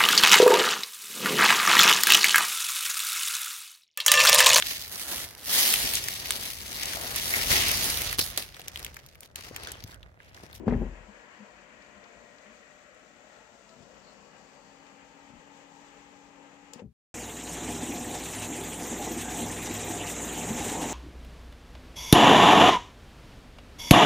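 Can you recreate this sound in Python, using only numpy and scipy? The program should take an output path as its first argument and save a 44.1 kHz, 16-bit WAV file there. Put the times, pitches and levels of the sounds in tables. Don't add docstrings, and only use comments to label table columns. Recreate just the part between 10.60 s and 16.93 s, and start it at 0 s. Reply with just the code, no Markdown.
import sys
import numpy as np
from scipy import signal
from scipy.fft import rfft, irfft
from scipy.io import wavfile
from scipy.ndimage import uniform_filter1d

SR = 44100
rng = np.random.default_rng(int(sys.argv[2]) if len(sys.argv) > 2 else 0)


def generate_wav(sig):
    pcm = np.round(np.clip(np.atleast_2d(sig).T, -1, 1) * 32767).astype(np.int16)
    wavfile.write(sys.argv[1], SR, pcm)


N = 279153
TIME = np.arange(N) / SR
FREQ = np.maximum(np.arange(N // 2 + 1) * SR / N, 1)
USUAL_SHAFT_HZ = 36.45
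OPENING = np.clip((TIME - 2.9) / 1.5, 0, 1)


def gain(db):
    return 10 ** (np.asarray(db) / 20)


def unit(x):
    return x / np.sqrt(np.mean(x ** 2))


def over_time(points):
    return np.interp(TIME, *np.transpose(points))


def over_pitch(points):
    hz, value = np.transpose(points)
    return np.interp(np.log(FREQ), np.log(hz), value)


def colour(x, gains):
    return irfft(rfft(x) * gains, N)


def resonate(hz, resonances):
    return gain(sum(db / (1 + (2 * (hz - pitch) / width) ** 2) for pitch, width, db in resonances))


def ears(left_db):
    ratio = np.atleast_1d(gain(left_db))
    return 2 * np.array([ratio, np.ones_like(ratio)]) / (1 + ratio)


def fade(fade_s):
    return np.exp(-np.log(1000) * TIME[:SR] / fade_s)


def swell(t, peak_s, spread_s):
    return np.exp(-((t - peak_s) / spread_s) ** 2 / 2)


def ring(notes):
    return sum(gain(db) * fade(fade_s) * np.sin(2 * np.pi * hz * TIME[:SR]) for hz, db, fade_s in notes)


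def keep(x, hz, side):
    return signal.sosfilt(signal.butter(2, min(hz, SR / 2 - 1), side, fs=SR, output="sos"), x)


def wobble(hz):
    return unit(colour(rng.standard_normal(N), np.exp(-(FREQ / hz) ** 2)))


def still_air(level_db=-80):
    return gain(level_db) * unit(colour(rng.standard_normal((2, N)), np.maximum(FREQ, 100) ** -.55))


def motor(shaft_hz, shaft_angle, left_db=9):
    # cycles_per_turn, shut_db, open_db, load_boost_db
    tones = [(6, -90, -76, 0), (7, -79, -79, 0), (8, -88, -84, 0), (15, -90, -86, 0), (16, -77, -84, 0),
             (17, -78, -90, 2), (20, -72.5, -69.8, 6.5), (21, -86, -76.5, 4), (22, -88, -82, 0),
             (30, -79.5, -77.5, 7), (33, -87, -89, 0), (36, -85, -88, 0), (40, -80.5, -83, 0),
             (52, -85.5, -89, 0)]
    # pitch_hz, width_hz, boost_db
    panels = [(284, 28, 18.5), (605, 60, 8), (820, 70, 4.5), (1140, 100, 5), (1320, 60, 8), (1910, 90, 8)]
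    waver_db, load_waver_db, roughness = 1.1, 1.3, .15
    slack_db, full_slack_hz_per_s, play_radians = -4.5, 18, .007
    full_load_drop_hz = 1.8
    slack = np.minimum(np.abs(np.gradient(shaft_hz)) * SR / full_slack_hz_per_s, 1)
    slack = uniform_filter1d(slack, size=2000)
    load = np.clip((USUAL_SHAFT_HZ - shaft_hz) / full_load_drop_hz, 0, 1)
    out = 0
    for cycles, shut_db, open_db, load_db in tones:
        loose_angle = shaft_angle + play_radians * wobble(57)
        db = shut_db + (open_db - shut_db) * OPENING + load_db * load + slack_db * slack
        db += (waver_db + load_waver_db * load) * wobble(11)
        strength = gain(db) * (1 + roughness * wobble(60)) * resonate(cycles * shaft_hz, panels)
        out += strength * np.sin(cycles * loose_angle)
    return np.sqrt(2) * out * ears(left_db)


def window_echoes(echo_db=-23, count=8):
    delays_s = rng.uniform(.001, .009, (count, 2, 1))
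    return 1 + gain(echo_db) * sum(np.cos(2 * np.pi * FREQ * delay) for delay in delays_s)


def carriage_travel(sound):
    # peak_s, spread_s, pitch_hz, glide_hz_per_s, width_hz, boost_db
    passing = [(.66, 0.086, 1670, -3, 160, 6), (.8, 0.33, 1000, 80, 140, 6), (.9, .5, 4600, 2, 1200, 3.1),
               (1.2, 0.55, 820, 1, 110, -1.5), (1.5, 0.72, 2300, 1, 250, 4),
               (1.6, 0.47, 5330, 0, 328, -1.5), (1.9, 0.62, 1915, 2, 90, 5.5), (2, 0.53, 610, 0, 70, 4.5),
               (2.4, 0.21, 1450, 0, 110, -1), (1.9, .45, 6200, -800, 650, 1),
               (2.7, 0.49, 1070, 271, 190, -3), (2.846, .2, 850, 100, 90, 10),
               (2.75, 0.6, 1315, 23, 90, 7.5), (3.4, 0.15, 1500, 50, 110, 1), (3.4, 0.45, 2900, 0, 220, 5),
               (3.5, .3, 5450, 0, 450, 4.5), (3.6, 0.7, 2100, 100, 600, -1), (3.7, 0.52, 577, 1, 150, 2),
               (3.75, 0.59, 1160, 100, 70, 3), (3.7, .6, 3560, 101, 480, -2), (5.1, .4, 2950, 0, 300, 2),
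               (5.9, .35, 650, -1, 160, -0.5)]
    hz, t, frames = signal.stft(sound, SR, nperseg=1024)
    moving = [(pitch + glide * (t - peak_s), width, db * swell(t, peak_s, spread_s))
              for peak_s, spread_s, pitch, glide, width, db in passing]
    return signal.istft(frames * resonate(hz[:, None], moving), SR)[1][:, :N]


def rail_levels(speed_hz):
    # level_db, strain_boost_db, seal_boost_db, freed_boost_db, speed_db_per_hz
    bands = [(-66, 28.5, 2.3, 4, -0.66), (-63, 12, 3.4, 3.5, -0.07), (-62.5, 1.5, 2.4, -0.3, 0.49)]
    # time_s, level_db
    hiss = [(.5, -69.5), (1.4, -67), (2.8, -67), (4.2, -66.5), (5.4, -66), (5.75, -68.5)]
    loose_s, relax_s = 0.17, 0.14
    freed_s, freeing_s = 3.3, 0.16
    strain = np.exp(-np.maximum(TIME - loose_s, 0) / relax_s)
    seal = over_time([(1.52, 1), (2.33, 0)])
    freed = np.clip(1 + (TIME - freed_s) / freeing_s, 0, 1)
    extra_hz = speed_hz - USUAL_SHAFT_HZ
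    levels = [db + strain_db * strain + seal_db * seal + freed_db * freed + db_per_hz * extra_hz
              for db, strain_db, seal_db, freed_db, db_per_hz in bands]
    return levels + [over_time(hiss)]


def rails(shaft_angle, levels_db, throb=0.026, flicker_db=0.8, judder_db=.35):
    # pitch_hz, level_db
    tone = [(25, -19), (50, 2), (90, -8), (200, -2), (450, -1.5), (1000, -4), (1500, -2.5), (2500, -5),
            (3800, -14.5), (5300, -17), (7300, -11.5), (8400, -22), (9400, -45), (15000, -33)]
    # pitch_hz, width_hz, boost_db
    nearly_shut = [(209, 53, 7), (413, 16, -8.5), (532, 220, 5), (715, 87, -0.5), (956, 60, 1.5),
                   (1390, 50, 1), (1694, 41, 5.5), (1880, 140, 3)]
    # pitch_hz, width_hz, boost_db
    wide_open = [(187, 81, 10), (410, 340, -1.5), (516, 280, 4.5), (662, 61, -5.5), (900, 130, 5.5),
                 (1050, 130, 0.5), (1302, 56, 4.5), (1460, 160, -5.5)]
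    # pitch_hz, left_db
    balance = [(60, 7.77), (110, 10.36), (200, 12.0), (380, 12.0), (700, 9.97), (1290, 4.85), (2380, 7.5),
               (4400, 9.2), (8120, 13.5), (15000, 0.0)]
    # pitch_hz, share_0_to_1
    likeness = [(60, 0.85), (290, 0.75), (640, 0.65), (1300, 0.11), (7000, 0.11), (15000, .1)]
    slips = rng.standard_normal((3, N))
    share = over_pitch(likeness)
    delay_s = np.array([[.0002], [0]]) * (FREQ > 900)
    direct = colour(slips[0], np.sqrt(share) * np.exp(-2j * np.pi * FREQ * delay_s))
    echoed = colour(slips[1:], np.sqrt(1 - share) * window_echoes())
    rubbing = colour(direct + echoed, gain(over_pitch(tone)) * ears(over_pitch(balance)))
    when_shut = colour(rubbing, resonate(FREQ, nearly_shut))
    when_open = colour(rubbing, resonate(FREQ, wide_open))
    rubbing = carriage_travel((1 - OPENING) * when_shut + OPENING * when_open)
    edges_hz = [0, 400, 1100, 3300, SR / 2]
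    out = 0
    for low_hz, high_hz, db in zip(edges_hz, edges_hz[1:], levels_db):
        band = colour(rubbing, (FREQ > low_hz) & (FREQ <= high_hz))
        out += band / np.std(band.mean(axis=0)) * gain(db + flicker_db * wobble(9.2))
    return out * (1 + throb * np.sin(shaft_angle)) * gain(judder_db * wobble(10))


def scuffs_and_hiss(left_db=6):
    # peak_s, spread_s, pitch_hz, width_hz, level_db
    swells = [(.008, .015, 273, 220, -50), (0.036, 0.012, 420, 507, -42),
              (0.112, 0.0053, 1900, 1300, -42.5), (0.139, 0.0053, 2000, 1200, -43),
              (0.19, .065, 13800, 6000, -77.5), (1.437, 0.065, 1490, 3600, -61),
              (3.485, .035, 4320, 1100, -63), (3.857, 0.57, 4630, 1210, -72.5),
              (4.7, 0.57, 883, 170, -66.5), (6.197, 0.0033, 2600, 800, -52.5)]
    out = 0
    for peak_s, spread_s, hz, width, db in swells:
        band = 1 / (1 + (2 * (FREQ - hz) / width) ** 2) ** 2
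        noise = unit(colour(rng.standard_normal((2, N)), band))
        out += noise * gain(db) * swell(TIME, peak_s, spread_s)
    return out * ears(left_db)


def cabin_boom(start_s=0.0587, rise_s=0.042, hold_s=0.13, left_db=6):
    # pitch_hz, level_db, fade_s
    air_notes = [(43.5, -28.5, 0.51), (62.2, -38.5, 0.63)]
    age_s = np.maximum(TIME - start_s, 0)
    dying_s = np.maximum(age_s - rise_s - hold_s, 0)
    swing = sum(gain(db - 60 * dying_s / fade_s) * np.sin(2 * np.pi * hz * age_s)
                for hz, db, fade_s in air_notes)
    rise = np.minimum(age_s / rise_s, 1) ** 2
    return rise * swing * ears(left_db)


def panel_knocks(cabin_db=4, cabin_fade_s=0.12, scatter_db=-5, lining_hz=3200):
    # pitch_hz, level_db, fade_s
    roof_notes = [(80.5, -0.5, 0.15), (125, 2, 0.11), (161.6, 1, 0.18), (198, 2, 0.088), (224.2, -2, 0.36),
                  (240.6, 7.5, 0.14), (366.5, 4, 0.063), (424, 0.5, 0.13), (520, 6.5, 0.025),
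                  (584, -14, 0.077), (779, -3, 0.074), (844, -14, 0.13), (956, -10, 0.055)]
    # start_s, level_db, lowest_hz, brightness_hz, left_db
    knocks = [(0.069, -18.5, 152, 226, 3), (0.0796, -10.5, 129, 1080, 7), (0.084, -21.5, 405, 905, -1),
              (0.1244, -15.5, 110, 1050, 5), (.131, -20.5, 332, 520, 5), (.145, -20, 90, 200, 4.5),
              (.16, -20.5, 60.3, 170, 3), (0.2126, -24.5, 110, 430, 7), (.219, -22, 250, 517, 4.5),
              (0.23, -27.5, 258, 476, 6), (.253, -36, 150, 380, 1), (0.291, -40, 90, 266, 3),
              (0.407, -44, 34.4, 105, 15), (0.804, -50, 178, 330, 10), (3.166, -47.5, 149, 700, 12),
              (3.186, -49, 128, 450, 13), (3.205, -46, 70, 330, 15), (3.229, -46.5, 90, 480, 17),
              (4.702, -48.5, 110, 264, 14), (4.735, -49, 130, 300, 12), (4.75, -53, 30, 50.3, 10),
              (6.159, -41.5, 190, 340, 12), (6.193, -42.5, 600, 1000, 7), (6.22, -37.5, 199, 420, 9),
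              (6.23, -39, 179, 257, 3), (6.24, -37.5, 171, 244, 7.5), (6.258, -36.5, 109, 179, 9),
              (6.272, -42.5, 39.5, 130, 6)]
    # delay_s, change_db, filter_scale
    contacts = [(0, 0, 1), (0.029, -11.5, 0.74)]
    out, roof = np.zeros((2, N)), ring(roof_notes)
    for start_s, db, low_hz, bright_hz, left_db in knocks:
        for delay_s, change_db, scale in contacts:
            noise = rng.standard_normal((3, SR))
            cabin = noise[0] + gain(scatter_db) * keep(noise[1:], 700, "high")
            cabin = keep(cabin, lining_hz, "low")
            blow = roof + gain(cabin_db) * cabin * fade(cabin_fade_s)
            blow = keep(keep(blow, bright_hz * scale, "low"), low_hz * scale, "high")
            blow /= np.abs(blow).max()
            add(out, start_s + delay_s, blow * gain(db + change_db) * ears(left_db))
    return out


def guide_ticks(lowest_hz=4200):
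    # start_s, level_db, brightness_hz, fade_s, left_db
    ticks = [(0.08, -55.5, 8200, 0.048, 12), (.097, -55, 7000, .04, 4), (1.221, -56, 6500, .04, 7.5),
             (1.44, -56, 5500, 0.044, 8), (1.784, -58, 6500, .04, 7), (2.346, -67, 11000, .05, 14),
             (2.394, -67, 11000, .04, 14), (3.091, -57, 6800, 0.071, 9), (3.225, -61, 6500, .13, 14),
             (4.266, -58, 7000, 0.044, 13), (6.194, -58, 6000, 0.067, 6)]
    out = np.zeros((2, N))
    for start_s, db, bright_hz, fade_s, left_db in ticks:
        grit = keep(rng.standard_normal((2, SR)), lowest_hz, "high")
        for _ in range(3):
            grit = keep(grit, bright_hz, "low")
        add(out, start_s, unit(grit) * fade(fade_s) * gain(db) * ears(left_db))
    return out


def wavering_tones(wander_hz=9, waver_db=2, left_db=9):
    # peak_s, spread_s, pitch_hz, glide_hz_per_s, level_db
    tones = [(0.496, 0.013, 210.5, 2, -53), (0.816, 0.018, 205, 0, -48), (1.39, 0.033, 205, 0.5, -61.5),
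             (1.9, 0.032, 210, 600.5, -59.5), (2, 0.68, 604, -0.5, -70), (6.203, 0.0072, 510, 2000, -43.5),
             (6.221, 0.0061, 490, -4500, -43), (6.205, 0.014, 910, -6000, -56)]
    out = 0
    for peak_s, spread_s, hz, glide, db in tones:
        pitch_hz = hz + glide * (TIME - peak_s) + wander_hz * wobble(6.1)
        phase = 2 * np.pi * np.cumsum(pitch_hz) / SR
        out += gain(db + waver_db * wobble(17)) * swell(TIME, peak_s, spread_s) * np.sin(phase)
    return np.sqrt(2) * out * ears(left_db)


def switch_click(ring_db=-15, crack_db=-3, echo_db=-18, top_hz=7600):
    # pitch_hz, level_db, fade_s
    plastic_notes = [(490, -10, .12), (2850, -11, .04), (4430, -8, .02), (5082, -8, .05), (6100, 1, .018),
                     (7080, 3, .032), (7480, 7, .015), (8800, -11, .015), (14850, -13, .022),
                     (15250, -13, .03)]
    # start_s, level_db, left_db
    clicks = [(6.1344, -39, 18), (6.135, -28.5, 8), (6.144, -57, 7)]
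    out, plastic = np.zeros((2, N)), gain(ring_db) * ring(plastic_notes)
    crack_and_echo = gain(crack_db) * fade(fade_s=.008) + gain(echo_db) * fade(fade_s=.17)
    for start_s, db, left_db in clicks:
        noise = keep(rng.standard_normal((2, SR)), 3800, "high")
        noise = keep(keep(noise, top_hz, "low"), top_hz, "low")
        snap = plastic + noise * crack_and_echo
        add(out, start_s, snap / np.abs(snap).max() * gain(db) * ears(left_db))
    return out


def add(out, start_s, sound):
    i = int(start_s * SR)
    out[:, i:i + sound.shape[-1]] += sound[..., :N - i]


def scene():
    # time_s, turns_per_s
    speeds = [(.3, 36.4), (.6, 36.8), (1.2, 36.3), (1.4, 34.9), (1.68, 34.6), (1.9, 36.9), (2.08, 37.6),
              (2.4, 36.4), (2.82, 36.1), (3.08, 32.8), (3.18, 32.7), (3.3, 36.5), (3.8, 38.4), (4.18, 39.7),
              (4.42, 39.7), (4.72, 40.6), (5.05, 40.25), (5.5, 40.75), (5.72, 40.35), (6.15, 40.7)]
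    slide_s, stop_s, run_down_s = 0.064, 6.2, .018
    speed_hz = over_time(speeds)
    coast = np.exp(-np.maximum(TIME - stop_s, 0) / run_down_s)
    shaft_hz = speed_hz * coast ** 0.084
    shaft_angle = 2 * np.pi * np.cumsum(shaft_hz) / SR
    sliding = gain(-8 * np.clip((slide_s - TIME) / 0.0064, 0, 1))
    moving = motor(shaft_hz, shaft_angle) + sliding * rails(shaft_angle, rail_levels(speed_hz))
    moving += wavering_tones()
    events = scuffs_and_hiss() + cabin_boom() + panel_knocks() + guide_ticks() + switch_click()
    return still_air() + coast * moving + events


def record(dry):
    lowest_hz, highest_hz = 34, 15500
    treble_cut = signal.ellip(8, .2, 70, highest_hz, fs=SR, output="sos")
    return signal.sosfilt(treble_cut, keep(dry, lowest_hz, "high"))


dry = scene()
out = record(dry)
generate_wav(out)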